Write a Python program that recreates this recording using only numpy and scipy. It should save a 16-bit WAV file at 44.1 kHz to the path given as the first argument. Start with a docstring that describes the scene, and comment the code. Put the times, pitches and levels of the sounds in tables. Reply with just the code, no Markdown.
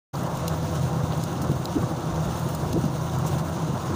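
"""A bread slicer runs steadily close to a phone microphone. Its drive hums as a set of wavering tones,
and its steel frame rumbles as filtered noise with ringing panels. The blades hiss in their guides
as flickering noise with tiny crumb ticks, and snap bits of crust in short ringing bursts.
Gusts of air buffet the microphone now and then: lumpy low noise, deep pushes and single thumps."""
import sys
import numpy as np
from scipy import signal
from scipy.fft import rfft, irfft
from scipy.io import wavfile
from scipy.ndimage import uniform_filter1d

SR = 44100
rng = np.random.default_rng(int(sys.argv[2]) if len(sys.argv) > 2 else 0)


def transcribe(signal):
    """Save signal, clipped to [-1, 1], as a 16-bit WAV file at the path in sys.argv[1]."""
    frames = np.atleast_2d(signal).T
    limited = np.clip(frames, -1, 1)
    pcm = np.round(limited * 32767).astype(np.int16)
    wavfile.write(sys.argv[1], SR, pcm)


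N = 174195  # length in samples, just under 4 s

START_S, FADE_IN_S = 0.1297, 0.014
MIC_LOW_HZ, EDGE_HZ = 35, 15520  # lower and upper limits of what is heard

HUM_WAVER_HZ, HUM_WAVER = 2.45, 0.4  # speed, and size beside a steady part of 1
RUMBLE_FLUTTER_DB, RUMBLE_FLUTTER_HZ, RUMBLE_PATCH_DB = 1.03, 21, 0.98
GUST_LUMP_DB, GUST_LUMP_HZ = 2.5, 30

TREBLE_FROM_HZ = 9600  # where the separate treble share of hiss and snaps begins
HISS_FLICKER_DB, FLICKER_HZ, HISS_PATCH_DB = 1.13, 20.4, 1.18
TREBLE_FLICKER_DB, TREBLE_FLICKER_HZ = 1.5, 24
CRUMBS_PER_S, CRUMBS_DB, CRUMB_T60_S = 90, -54.5, 0.015  # T60: time to die away by 60 dB
CRUMB_SPREAD_DB = 2.5
SNAP_RISE_S = 0.0005
CRACK_DB = -11  # broad crack beside the ring


def amp(db):
    """Turns decibels into a plain multiplier."""
    return 10 ** (np.asarray(db) / 20)


def evened(x):
    """Scales a sound to an rms (average strength) of 1."""
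    return x / np.sqrt(np.mean(np.abs(x) ** 2) + 1e-20)


def read(points, hz):
    """Reads a spectrum table at any pitch, in dB; nearly silent beyond its ends."""
    table_hz, level_db = np.transpose(points)
    return np.interp(np.log(hz + 1), np.log(table_hz + 1), level_db, left=-90, right=-90)


def curve(points, order=1):
    """Joins one column of a timed table by straight lines, one value per sample."""
    table = np.transpose(points)
    return np.interp(np.arange(N) / SR, table[0], table[order])


def add(mix, s, sound):
    """Adds a sound into the mix from s seconds on."""
    part = mix[max(round(s * SR), 0):][:len(sound)]
    part += sound[:len(part)]


def wander(rate_hz):
    """Random drift of rms 1, mostly slower than rate_hz."""
    spectrum = rfft(rng.standard_normal(N))
    hz = np.fft.rfftfreq(N, 1 / SR)
    return evened(irfft(spectrum / (1 + (hz / rate_hz) ** 4), N))


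def coloured(x, spectrum):
    """Filters a sound by a spectrum table."""
    hz = np.fft.rfftfreq(len(x), 1 / SR)
    return irfft(rfft(x) * amp(read(spectrum, hz)), len(x))


def above_treble(hz):
    """Filter gain that lets through only the treble."""
    return 1 / (1 + (TREBLE_FROM_HZ / (hz + 1)) ** 6)


def patchy(patch_db, size):
    """White noise whose spectrum has drifting louder and softer patches."""
    a, b, patches = rng.standard_normal((N * 4 // size + 5, size // 2 + 1, 3)).T
    # smooth the patches over pitch, then over time
    patches = uniform_filter1d(patches, size=8, axis=0)
    patches = evened(uniform_filter1d(patches, size=8, axis=1))
    frames = (a + 1j * b) * amp(patch_db * patches)
    return signal.istft(frames, nperseg=size, noverlap=size * 3 // 4)[1][:N]


def air():
    """Air on the microphone: lumpy buffeting, a deep push under it, and thumps as short wave packets."""
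    # gusts of air: time_s, flutter_level_db (before the lumps), push_level_db
    gust_levels = [(0.16, -38.5, -57), (0.34, -37, -43), (0.43, -37.5, -49), (0.79, -35.5, -58),
                   (1.06, -35.5, -53), (1.16, -35, -54), (1.42, -34.5, -48), (1.49, -28.5, -44),
                   (1.71, -38.5, -48), (1.78, -27, -35), (1.85, -34.5, -49), (1.98, -34, -60),
                   (2.14, -33.5, -35), (2.22, -41, -54), (2.28, -29.5, -36), (2.39, -38.5, -52),
                   (2.46, -33, -43), (2.65, -36, -39), (2.765, -25, -38), (2.82, -32.5, -43),
                   (2.92, -35.5, -46), (3.29, -35, -51), (3.57, -38.5, -53), (3.74, -32, -40),
                   (3.8, -37, -56), (3.91, -32, -57)]
    # colour of the flutter: pitch_hz, relative_level_db
    flutter_colour = [(60, -4), (110, 0), (200, -0.4), (350, -2), (450, -12.5), (650, -14.5), (900, -28)]
    # colour of the deep push: pitch_hz, relative_level_db
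    push_colour = [(20, -12), (35, -7), (50, -4), (65, 5), (85, -6), (120, -20)]
    # single thumps of air: centre_s, swell_peak_db, pitch_hz, half_length_cycles
    thumps = [(1.041, -16.5, 121, 1.1), (1.497, -16, 122, 1.2), (1.5, -20.5, 418, 1.9),
              (1.517, -16, 194, 1.6), (1.555, -21, 148, 3.5), (1.601, -20.5, 152, 3.6),
              (1.767, -14, 289, 3.6), (1.763, -24, 150, 3), (1.779, -21.5, 377, 4.7),
              (1.805, -20, 131, 2.5), (1.842, -15.5, 134, 1.7), (2.668, -16, 120, 0.84),
              (2.712, -17, 125, 0.82), (2.743, -15, 180, 2), (2.764, -18, 312, 4.1), (2.768, -24, 472, 5.4),
              (2.762, -27.5, 650, 5), (2.779, -18, 163, 1.1), (2.791, -25, 197, 0.45),
              (2.843, -15.5, 225, 1.8), (2.862, -17, 169, 1.5), (3.741, -17.5, 198, 1.4)]

    lumps = evened(amp(GUST_LUMP_DB * wander(GUST_LUMP_HZ)))
    flutter = evened(coloured(rng.standard_normal(N), flutter_colour))
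    out = flutter * amp(curve(gust_levels)) * lumps
    push = evened(coloured(rng.standard_normal(N), push_colour))
    out += push * amp(curve(gust_levels, order=2))
    for (s, db, hz, cycles), phase in zip(thumps, rng.random(len(thumps))):
        u = np.arange(-cycles, cycles, hz / SR)  # time counted in cycles
        swell = np.exp(-(2 * u / cycles) ** 2)
        add(out, s - cycles / hz, amp(db) * swell * np.cos(2 * np.pi * (u + phase)))
    return out


def frame():
    """Steel frame: broad rumble noise plus narrow ringing panels, fluttering irregularly together."""
    # fuzzy resonances of the panels: pitch_hz, width_hz, level_db (before the flutter)
    panels = [(490, 9.9, -52), (536, 39, -58), (626, 58, -45), (724.6, 27, -49), (797, 22, -48.5),
              (941.4, 44, -46.5), (1017, 120, -63), (1305, 8.2, -52), (1386, 20, -53.5)]
    # colour of the rumble: pitch_hz, relative_level_db
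    rumble_colour = [(18, -71), (30, -37), (53, -68), (74, -9), (107, -5), (151, 1), (264, -21.5),
                     (327, -7.5), (452, -20), (486, -13), (582, -13), (880, -16.5), (998, -14), (1090, -15),
                     (2200, -37), (2860, -54)]
    # loudness of the rumble: time_s, level_db (before the flutter)
    rumble_level = [(.15, -30), (.8, -31.5), (1.5, -31.5), (2.2, -30.5), (2.8, -32), (3.3, -30.5),
                    (3.7, -32), (3.9, -29)]

    hz = np.fft.rfftfreq(N, 1 / SR)
    ring = np.zeros(N)
    for pitch_hz, width_hz, db in panels:
        resonance = 1 / (1 + 2j * (hz - pitch_hz) / width_hz)
        ring += amp(db) * evened(irfft(rfft(rng.standard_normal(N)) * resonance, N))
    rumble = evened(coloured(patchy(RUMBLE_PATCH_DB, size=2048), rumble_colour))
    body = rumble * amp(curve(rumble_level))
    return (body + ring) * amp(RUMBLE_FLUTTER_DB * wander(RUMBLE_FLUTTER_HZ))


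def hum():
    """Drive tones, each wavering in strength and phase, surging together."""
    # tones of the motor and drive: pitch_hz, level_db (at time 0, before the surge), drift_db_per_s
    drive_tones = [(87.2, -40.5, 0.37), (100.3, -46, -0.8), (126.5, -39.5, 0.17), (132, -38.5, 0.26),
                   (157.3, -36, .1), (165.6, -40, -0.13), (499, -44, -2.5)]
    # the hum surges and sags: time_s, change_db
    surge = [(.15, -3.5), (.97, 4), (1.2, -1), (1.58, 2), (1.68, -5.5), (1.8, 1.5), (2.02, -8), (2.2, 5),
             (2.38, -3.5), (2.46, 4), (2.55, -0.5), (2.8, 2.5), (3.05, 0), (3.2, 2), (3.5, 3), (3.58, -3.5),
             (3.68, 3.5), (3.78, -3), (3.9, 1.5)]

    t = np.arange(N) / SR
    out = np.zeros(N)
    for hz, db, drift_db in drive_tones:
        # the two parts of a complex number waver strength and phase at once
        drift = wander(HUM_WAVER_HZ) + 1j * wander(HUM_WAVER_HZ)
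        waver = evened(1 + HUM_WAVER * drift)
        turning = np.exp(2j * np.pi * (hz * t + rng.random()))
        out += amp(db + drift_db * t) * np.sqrt(2) * (waver * turning).real
    return amp(curve(surge)) * out


def snaps():
    """Crust against the blades: noise bursts that ring them around a centre pitch, with some treble."""
    # crust snapping and scraping:
    # start_s, level_db (halved below), centre_hz, width_octaves, treble_db, hold_s, t60_s
    crust_snaps = [(0.153, -32, 4800, 0.36, -5, 0.0023, .03), (.2329, -31, 6140, .5, 6, 0.0011, 0.015),
                   (0.371, -32.5, 6700, 0.7, 0, .002, .03), (0.479, -19.5, 4700, .9, -4, 0.0021, 0.012),
                   (0.484, -27, 8500, .4, 7, 0.001, 0.006), (0.753, -35.5, 6580, .5, 5, .002, 0.034),
                   (1.121, -31, 3330, 0.3, -27, 0.0028, 0.008), (1.13, -39, 3300, .3, -18, 0.005, .015),
                   (1.176, -34, 9500, 0.47, -1, .0015, 0.017), (1.237, -24.5, 6500, 1, -1, 0.0015, 0.013),
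                   (1.417, -31, 6860, 0.98, -3, .0018, 0.085), (1.645, -36, 8250, .3, -1.5, .002, .02),
                   (1.6546, -19, 4600, 0.41, -7, 0.0012, 0.0075), (1.822, -38, 9000, .5, 6, .002, .03),
                   (2.3944, -34, 6900, .5, 4, .002, 0.034), (2.486, -33, 9000, 0.46, 6, .002, 0.027),
                   (2.548, -26, 6400, 0.53, 5, .0018, 0.023), (2.7274, -28, 4100, 0.75, 0, 0.0053, 0.012),
                   (2.852, -34.5, 5470, .5, -1, 0.0032, 0.016), (3.185, -33, 6700, .5, 4, .002, 0.027),
                   (3.261, -33, 6560, 0.3, 0.5, 0.021, 0.069), (3.381, -38, 5500, 0.87, -6, 0.017, .02)]
    # ring of the blades: pitch_hz, level_db, width_hz
    blade_ring = [(2750, 0.5, 170), (4080, 2.7, 260), (4840, -5, 750), (6990, 1.7, 750), (8820, -9.5, 450),
                  (9850, -7.5, 300), (11420, -13, 180), (12800, -10.5, 340), (14800, -2, 250)]

    out, t, hz = np.zeros(N), np.arange(4096) / SR, np.fft.rfftfreq(4096, 1 / SR)
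    ring = amp(CRACK_DB)
    for k, (pitch_hz, db, width_hz) in enumerate(blade_ring):
        # neighbouring resonances have opposite signs
        ring = ring + (-1) ** k * amp(db) / (1 + 2j * (hz - pitch_hz) / width_hz)
    noises = rng.standard_normal((len(crust_snaps), 4096))
    for (s, db, centre_hz, octaves, treble_db, hold, t60), noise in zip(crust_snaps, noises):
        hump = np.exp(-0.5 * (np.log2((hz + 1) / centre_hz) / octaves) ** 2)
        shape = hump + amp(treble_db) * above_treble(hz)
        swell = np.minimum(t / SNAP_RISE_S, 1) * amp(-60 * np.maximum(t - hold, 0) / t60)
        tone = irfft(rfft(noise * swell) * shape * ring)
        # give the filtered burst the same energy as its swell
        tone = tone * np.linalg.norm(swell) / np.linalg.norm(tone)
        clean_start = np.minimum(t / SNAP_RISE_S * 2, 1)
        add(out, s, amp(db) * 0.5 * tone * clean_start)
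    return out


def blades():
    """Blades in their guides: flickering hiss, its treble less steady, with a scatter of crumb ticks."""
    # hiss as the microphone colours it: pitch_hz, relative_level_db
    hiss_colour = [(900, -63), (1500, -2), (1880, -21), (2070, -13.5), (2440, -13.5), (2800, -8.5),
                   (3150, -11), (3610, -7.5), (4200, -10.5), (5040, -13), (6430, -7), (6900, -10.5),
                   (7900, -17), (9060, -14), (10400, -19.5), (11600, -22.5), (12900, -21.5), (13200, -25),
                   (13900, -21), (14500, -17), (15000, -10.5), (15600, -18)]
    # loudness of the hiss: time_s, level_db (before flicker and treble change), extra_treble_db
    hiss_level = [(.15, -45, 2), (.5, -45, -1.5), (.7, -44, -2), (1, -46, -1), (1.2, -44.5, -1),
                  (1.45, -46.5, -1.5), (1.7, -45, .1), (2.1, -46, -3), (2.3, -44, -1), (2.5, -44, 3.5),
                  (2.7, -45, -1), (3.1, -45, -0.5), (3.24, -45, -2), (3.33, -42.5, 1), (3.42, -46, 1),
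                  (3.6, -45, -3.5), (3.95, -44, -2)]

    hiss = evened(coloured(patchy(HISS_PATCH_DB, size=512), hiss_colour))
    treble = irfft(rfft(hiss) * above_treble(np.fft.rfftfreq(N, 1 / SR)), N)
    treble_db = curve(hiss_level, order=2) + TREBLE_FLICKER_DB * wander(TREBLE_FLICKER_HZ)
    hiss = hiss + treble * (amp(treble_db) - 1)  # minus the treble already in the hiss
    hiss = hiss * amp(curve(hiss_level) + HISS_FLICKER_DB * wander(FLICKER_HZ))

    size = amp(CRUMB_SPREAD_DB * np.minimum(rng.exponential(1, N), 3))
    size = size * (rng.random(N) < CRUMBS_PER_S / SR)
    # ticks add up as power, so 60 dB of decay is written as 120
    power_decay = amp(-120 * np.arange(2000) / SR / CRUMB_T60_S)
    power = signal.oaconvolve(size ** 2, power_decay)[:N]
    ticks = np.sqrt(np.abs(power)) * rng.standard_normal(N)
    crumbs = amp(CRUMBS_DB) * evened(coloured(ticks, hiss_colour))
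    return hiss + crumbs


def scene():
    """Adds all the layers into one channel."""
    return (air() + frame() + hum() + snaps() + blades())[None]


def record(dry):
    """The microphone rolls off the deepest bass; after a short silence a fade-in; then the treble limit."""
    fade = np.sin(np.pi / 2 * np.clip((np.arange(N) / SR - START_S) / FADE_IN_S, 0, 1)) ** 2
    heard = signal.lfilter(*signal.butter(N=2, Wn=MIC_LOW_HZ, btype="high", fs=SR), dry)
    treble_limit = signal.firwin(1023, EDGE_HZ, window=("kaiser", 7), fs=SR)
    return signal.oaconvolve(heard * fade, treble_limit[None], "same")


dry = scene()
out = record(dry)
transcribe(out)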